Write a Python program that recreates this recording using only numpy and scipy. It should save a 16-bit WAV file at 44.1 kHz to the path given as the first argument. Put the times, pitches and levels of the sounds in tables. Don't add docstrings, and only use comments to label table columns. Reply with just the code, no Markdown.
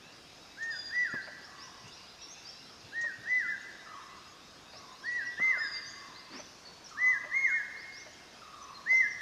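import sys
import numpy as np
from scipy import signal
from scipy.fft import rfft, irfft
from scipy.io import wavfile
from scipy.ndimage import uniform_filter1d

SR = 44100
rng = np.random.default_rng(int(sys.argv[2]) if len(sys.argv) > 2 else 0)


def file_out(sig):
    cols = np.atleast_2d(sig).T
    lim = np.clip(cols, -1, 1)
    pcm = np.round(lim * 32767).astype(np.int16)
    wavfile.write(sys.argv[1], SR, pcm)


N = 406161
TIME = np.arange(N) / SR

# start of a phrase in seconds, effort from 0 to 1.
WHISTLE_PHRASES = [(.564, 0), (2.914, 0.19), (5.029, 0.46), (6.965, .78), (8.855, 1)]
# offset, rise, hold and fall in seconds, share of pitch gained
# per second, share lost in the fall, top pitch in Hz, level in dB, then Hz and dB added by full effort.
WHISTLE_NOTES = [(0, .061, .073, .075, 0.091, .2, 1823, -37.5, 235.7, 13),
                 (0.334, .067, .06, .092, 0.0077, .305, 1961, -30.5, 234, 8),
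                 (.551, .018, .001, .07, 0, .115, 1745, -35.5, 150, 4)]
def whistler(slowing=.028):
    out = np.zeros(N)
    for start, effort in WHISTLE_PHRASES:
        stretch = 1 + slowing * effort
        for offset, rise, hold, fall, creep, drop, top_hz, db, more_hz, more_db in WHISTLE_NOTES:
            note = whistled_note(rise, hold * stretch, fall, creep, drop, top_hz + more_hz * effort, effort)
            add(out, start + offset * stretch, gain_of(db + more_db * effort) * note)
    return out


# multiple of the pitch, level in dB against the fundamental at zero effort.
WHISTLE_OVERTONES = [(2, -37), (3, -30), (5, -55)]
def whistled_note(rise_s, hold_s, fall_s, creep, drop, top_hz, effort, scoop=.25, fade_s=.014):
    t = np.arange(0, rise_s + hold_s + fall_s + fade_s, 1 / SR)
    rise_left = np.maximum(1 - t / rise_s, 0)
    fallen = drop * np.sin(np.pi / 2 * np.clip((t - rise_s - hold_s) / fall_s, 0, 1)) ** 2
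    hz = top_hz * (1 - scoop * rise_left ** 2 + creep * (t - rise_s) - fallen)
    loudness = gain_of(-17 * rise_left - 48.5 * fallen)
    fade = np.minimum(np.minimum(t, t[::-1]) / fade_s, 1)
    partials = [(1, 0)] + [(k, db - 2 * effort) for k, db in WHISTLE_OVERTONES]
    return loudness * fade * voice(hz, jitter=.0033, partials=partials)


# delay at the microphone in seconds, level in dB against the direct sound.
GROUND_AND_TRUNK = [(.00491, -11.3), (.01937, -15.4)]
def reflected(x):
    return x + sum(gain_of(db) * np.interp(TIME - delay, TIME, x) for delay, db in GROUND_AND_TRUNK)


# start and length in seconds, first, middle and last pitch in Hz, level in dB.
DROOPING_CALLS = [(.695, 0.21, 4914, 4875, 4720, -44.5), (0.708, 0.13, 3620, 3514, 3520, -56.5),
                  (5.573, 0.13, 5020, 5067, 4790, -45.5), (5.628, .078, 3800, 3640, 3690, -55),
                  (5.712, 0.069, 4860, 4777, 4630, -41)]
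# multiple of the pitch, relative level in dB.
DROOPING_PARTIALS = [(1, 0), (1.37, -20)]
def thin_caller():
    out = np.zeros(N)
    for start, length, *pitches, db in DROOPING_CALLS:
        add(out, start, gain_of(db) * glide(length, *pitches, jitter=.0015, partials=DROOPING_PARTIALS))
    return out


# start and length of the climb in seconds, first pitch in Hz, level in dB.
RISING_CHIRPS = [(1.215, 0.041, 4000, -56), (1.411, 0.051, 4510, -58.5), (1.579, 0.077, 4430, -54),
                 (1.898, .062, 4630, -58), (2.281, 0.054, 5500, -54), (2.449, 0.05, 4570, -50),
                 (4.718, .08, 4250, -57.5), (5.857, 0.049, 5810, -54), (6.142, 0.063, 3850, -55.5),
                 (6.307, 0.081, 4190, -54), (7.468, 0.037, 6100, -56), (7.761, .068, 4000, -58.5),
                 (7.918, 0.085, 4347, -54.5), (8.891, 0.086, 4390, -55)]
# start in seconds, first and last pitch in Hz (sung 3% flatter), level in dB.
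FALLING_CHIPS = [(.62, 7140, 6400, -56.5), (2.215, 6050, 5550, -49), (5.049, 4800, 4400, -52.5),
                 (5.25, 6100, 5560, -54.5), (6.385, 6420, 6060, -52.5), (6.65, 4780, 4490, -52.5),
                 (6.84, 6390, 5300, -51.5), (7.06, 6890, 6350, -56), (8, 6400, 6070, -56),
                 (8.615, 6370, 6100, -57.5), (8.742, 4410, 4250, -54), (8.955, 6100, 5800, -50),
                 (9.1, 6150, 5600, -51.5)]
def chirper(climb_hz_per_s=21000, ease_s=.008, swell_db=2, chip_s=.032, jitter=.009):
    out = np.zeros(N)
    for start, length, start_hz, db in RISING_CHIRPS:
        t = np.arange(-ease_s, length + ease_s, 1 / SR)
        hz = start_hz + climb_hz_per_s * uniform_filter1d(np.clip(t, 0, length), int(2 * ease_s * SR))
        loudness = gain_of(db + swell_db * (t / length - .5)) * signal.windows.tukey(len(t), .4)
        add(out, start - ease_s, loudness * voice(hz, jitter))
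    for start, start_hz, end_hz, db in FALLING_CHIPS:
        middle_hz = start_hz + .62 * (end_hz - start_hz)
        add(out, start, gain_of(db) * glide(chip_s, start_hz, middle_hz, end_hz, jitter, [(.97, 0)]))
    return out


# start and length in seconds, level in dB.
CONTACT_PIPS = [(1.101, 0.022, -59), (3.61, .018, -59), (4.27, 0.073, -66), (4.92, .021, -63.5),
                (5.118, 0.015, -59), (8.13, 0.015, -59)]
def pipper(hz=6700):
    out = np.zeros(N)
    for start, length, db in CONTACT_PIPS:
        add(out, start, gain_of(db) * glide(length, hz, hz, hz, jitter=.0026))
    return out


# start in seconds, level in dB.
HIDE_FLAPS = [(1.138, -33), (1.406, -47), (5.393, -32.5)]
TWIG_TICKS = [(.625, -49.5), (1.875, -52), (3.012, -45), (6.888, -51.5)]
# frequency in Hz, relative level in dB.
FLAP_SPECTRUM = [(30, -39), (70, -28.5), (140, -4.5), (400, -3), (650, -11.5), (1200, -11), (2500, -26),
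                 (8000, -48)]
TICK_SPECTRUM = [(1000, -15), (3000, -9.5), (6500, 1.5), (7400, -7.5), (9000, -28.5), (14000, -43)]
def flaps_and_ticks():
    flaps = bursts(HIDE_FLAPS, FLAP_SPECTRUM, rise_s=.0037, t60=.063)
    return flaps + bursts(TWIG_TICKS, TICK_SPECTRUM, rise_s=.001, t60=.1)


# start and length in seconds, thud pitch in Hz, thud level and leaf level in dB.
FOOT_SHUFFLES = [(1.79, 0.14, 135, -55, -60), (2.81, 0.1, 129, -58.5, -73), (3.17, 0.065, 130, -54.5, -86),
                 (6.273, 0.18, 275, -50.5, -50.5)]
# frequency in Hz, relative level in dB.
LEAF_SPECTRUM = [(300, -16.5), (700, 8), (2500, 8.5), (5000, -14.5), (8000, -20.5), (14000, -31)]
def shuffles():
    out = np.zeros(N)
    for start, length, hz, thud_db, leaves_db in FOOT_SHUFFLES:
        rumble = resonate(rng.standard_normal(SR), hz, .6 * hz)
        thud = gain_of(thud_db) * unit_rms(resonate(rumble, hz, .6 * hz))
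        rustle = gain_of(leaves_db) * noise(LEAF_SPECTRUM, SR)
        swell = signal.windows.hann(int(length * SR))
        add(out, start, swell * (thud + rustle)[:len(swell)])
    return out


# start in seconds, level of the strike in dB.
KNOCK_STRIKES = [(1.272, -46.5), (3.038, -48), (4.73, -49), (5.565, -49.5), (6.39, -49.5), (7.238, -46),
                 (8.06, -51), (8.925, -48)]
# frequency and bandwidth in Hz, relative gain in dB.
HOLLOW_MODES = [(604, 33.4, 15.5), (900, 180, -5), (1250, 850, -17)]
def knocks(boost_db=14):
    strikes = bursts(KNOCK_STRIKES, LEAF_SPECTRUM, rise_s=.005, t60=.081)
    return sum(gain_of(boost_db + db) * resonate(strikes, hz, width) for hz, width, db in HOLLOW_MODES)


# start and length in seconds, first pitch in Hz, level in dB.
FAR_TRILLS = [(1.464, 0.22, 1192, -59.5), (3.862, 0.14, 1273, -53.5), (4.755, 0.17, 1185, -60.5),
              (5.399, 0.16, 1284, -54), (5.931, 0.21, 1219, -60), (6.906, 0.2, 1287, -53),
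              (7.328, 0.1, 1170, -60), (8.412, 0.28, 1287, -55)]
def triller(step_s=.04, sink=.145):
    out = np.zeros(N)
    for start, length, start_hz, db in FAR_TRILLS:
        for at, (late, sharp, strong) in zip(np.arange(0, length, step_s), rng.uniform(-1.003, 1, (20, 3))):
            hz = start_hz * (1 - sink * at / length) * (1 + .04 * sharp)
            pip = glide(.02, 1.04 * hz, .98 * hz, .86 * hz, jitter=.015)
            add(out, start + at + .005 * late, gain_of(db + 2 * strong) * pip)
    return out


def far_run(start_s=3.34, step_s=.22, note_s=.055, low_hz=3774, sink_hz_per_s=320, db=-65):
    out = np.zeros(N)
    for at in np.arange(7) * step_s:
        high_hz = 5360 - sink_hz_per_s * at
        add(out, start_s + at, glide(note_s, low_hz, low_hz, 1.02 * low_hz, jitter=.01))
        add(out, start_s + at + note_s / 2, glide(note_s, high_hz, high_hz, high_hz, jitter=.0061))
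    return gain_of(db) * out


# nominal pitch in Hz, relative level in dB.
CHORUS_REGISTERS = [(2800, -4), (3500, -6.5), (3950, -3), (5100, -3.5), (5200, -2.5)]
# time in seconds, level of the whole chorus in dB.
CHORUS_LEVELS = [(0, -59), (1.3, -67), (1.9, -56), (3.2, -61), (4.6, -63), (5.3, -56.5), (7.5, -72),
                 (8.3, -60), (9.2, -71)]
def chorus(count=300):
    out, registers = np.zeros(N), len(CHORUS_REGISTERS)
    for k, (late, sharp, long) in enumerate(rng.random((count, 3))):
        register_hz, db = CHORUS_REGISTERS[k % registers]
        hz = register_hz * (.9163 + .1274 * sharp)
        chirp = glide(.0298 + .05065 * long, .9 * hz, hz, 1.03 * hz, jitter=.015)
        add(out, (k + late * registers) / count * N / SR - .1, gain_of(db) * chirp)
    return unit_rms(out) * gain_of(np.interp(TIME, *np.transpose(CHORUS_LEVELS)))


# frequency in Hz, seconds for the far echo to fall 60 dB.
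TAIL_T60 = [(200, 0.73), (1100, 2.7), (2000, 1.58), (5000, 1.11), (9000, 0.82)]
def forest(x, near_db, far_db, near_t60):
    t = np.arange(2 * SR) / SR
    near, far = rng.standard_normal((2, len(t))) * (rng.random((2, len(t))) < 2000 / SR)
    near *= gain_of(-60 * t / near_t60) * (t > .004)
    hz, at, bands = signal.stft(far * (1 - np.exp(-t / .022)), SR, nperseg=256)
    decay = gain_of(-60 * at / curve_at(TAIL_T60, hz)[:, None])
    far = signal.istft(bands * decay, SR, nperseg=256)[1][:len(t)]
    echo = gain_of(near_db) * near / np.linalg.norm(near) + gain_of(far_db) * far / np.linalg.norm(far)
    return signal.fftconvolve(x, echo)[:N]


# frequency in Hz, relative level in dB.
HUSH_SPECTRUM = [(20, -17.5), (48, -4), (70, -3), (130, -1.5), (300, -1), (620, -4), (720, -1), (820, -5),
                 (1400, -5), (2800, -9.5), (4400, -9), (5200, -8.5), (6600, -12.5), (7500, -20),
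                 (14000, -32)]
def hush(db=-55, patchy_db=2.05):
    hz, _, bands = signal.stft(noise(HUSH_SPECTRUM, N), SR, nperseg=1024, noverlap=768)
    patches = uniform_filter1d(rng.standard_normal(bands.shape), size=6, axis=0)
    patches = unit_rms(uniform_filter1d(patches, size=16, axis=1))
    bands *= gain_of(patchy_db * patches * (hz / (hz + 300))[:, None])
    return gain_of(db) * unit_rms(signal.istft(bands, nperseg=1024, noverlap=768)[1][:N])


def voice(hz, jitter, partials=((1, 0),)):
    waver = unit_rms(uniform_filter1d(uniform_filter1d(rng.standard_normal(SR), 200), 200))[:len(hz)]
    phase = 2 * np.pi * np.cumsum(hz * (1 + jitter * waver)) / SR
    return np.sqrt(2) * sum(gain_of(db) * np.sin(k * phase) for k, db in partials)


def glide(length, start_hz, middle_hz, end_hz, jitter, partials=((1, 0),)):
    progress = np.linspace(0, 1, int(length * SR))
    hz = np.polyval(np.polyfit([0, .5, 1], [start_hz, middle_hz, end_hz], 2), progress)
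    return voice(hz, jitter, partials) * signal.windows.tukey(len(hz), .25)


def bursts(rows, spectrum, rise_s, t60):
    out, t = np.zeros(N), np.arange(SR // 4) / SR
    for start, db in rows:
        envelope = gain_of(db - 60 * t / t60) * (1 - np.exp(-t / rise_s))
        add(out, start, envelope * noise(spectrum, len(t)))
    return out


def noise(spectrum, size):
    gains = gain_of(curve_at(spectrum, np.fft.rfftfreq(size, 1 / SR)))
    return unit_rms(irfft(rfft(rng.standard_normal(size)) * gains, size))


def resonate(x, hz, width):
    return signal.lfilter(*signal.iirpeak(hz, hz / width, SR), x)


def curve_at(points, hz):
    point_hz, value = np.transpose(points)
    return np.interp(np.log(hz + 1), np.log(point_hz + 1), value)


def gain_of(db):
    return 10 ** (np.asarray(db) / 20)


def unit_rms(x):
    return x / np.sqrt(np.mean(x ** 2) + 1e-20)


def add(mix, start_s, sound):
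    part = mix[max(round(start_s * SR), 0):][:len(sound)]
    part += sound[:len(part)]


def scene():
    song = whistler()
    elephants = flaps_and_ticks() + knocks() + shuffles()
    trills, thin, chirps, pips, run = triller(), thin_caller(), chirper(), pipper(), far_run()
    out = reflected(song) + forest(song, near_db=-9.5, far_db=-13.5, near_t60=.64)
    out += thin + forest(thin, near_db=-5.5, far_db=-3, near_t60=.54)
    out += gain_of(-1) * chirps + forest(chirps, near_db=-2, far_db=-1.5, near_t60=.1)
    out += pips + forest(pips, near_db=-16, far_db=-15.5, near_t60=.19)
    out += gain_of(2.5) * trills + forest(trills, near_db=2, far_db=.5, near_t60=.33)
    out += elephants + forest(elephants, near_db=-21, far_db=-14, near_t60=.3)
    out += run + forest(chorus() + run, near_db=-1.5, far_db=-6, near_t60=.32)
    return (out + hush())[None]


def record(dry):
    lowpass = signal.firwin(511, 14277, window=("kaiser", 9), fs=SR)
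    return signal.oaconvolve(dry, lowpass[None], "same")


dry = scene()
out = record(dry)
file_out(out)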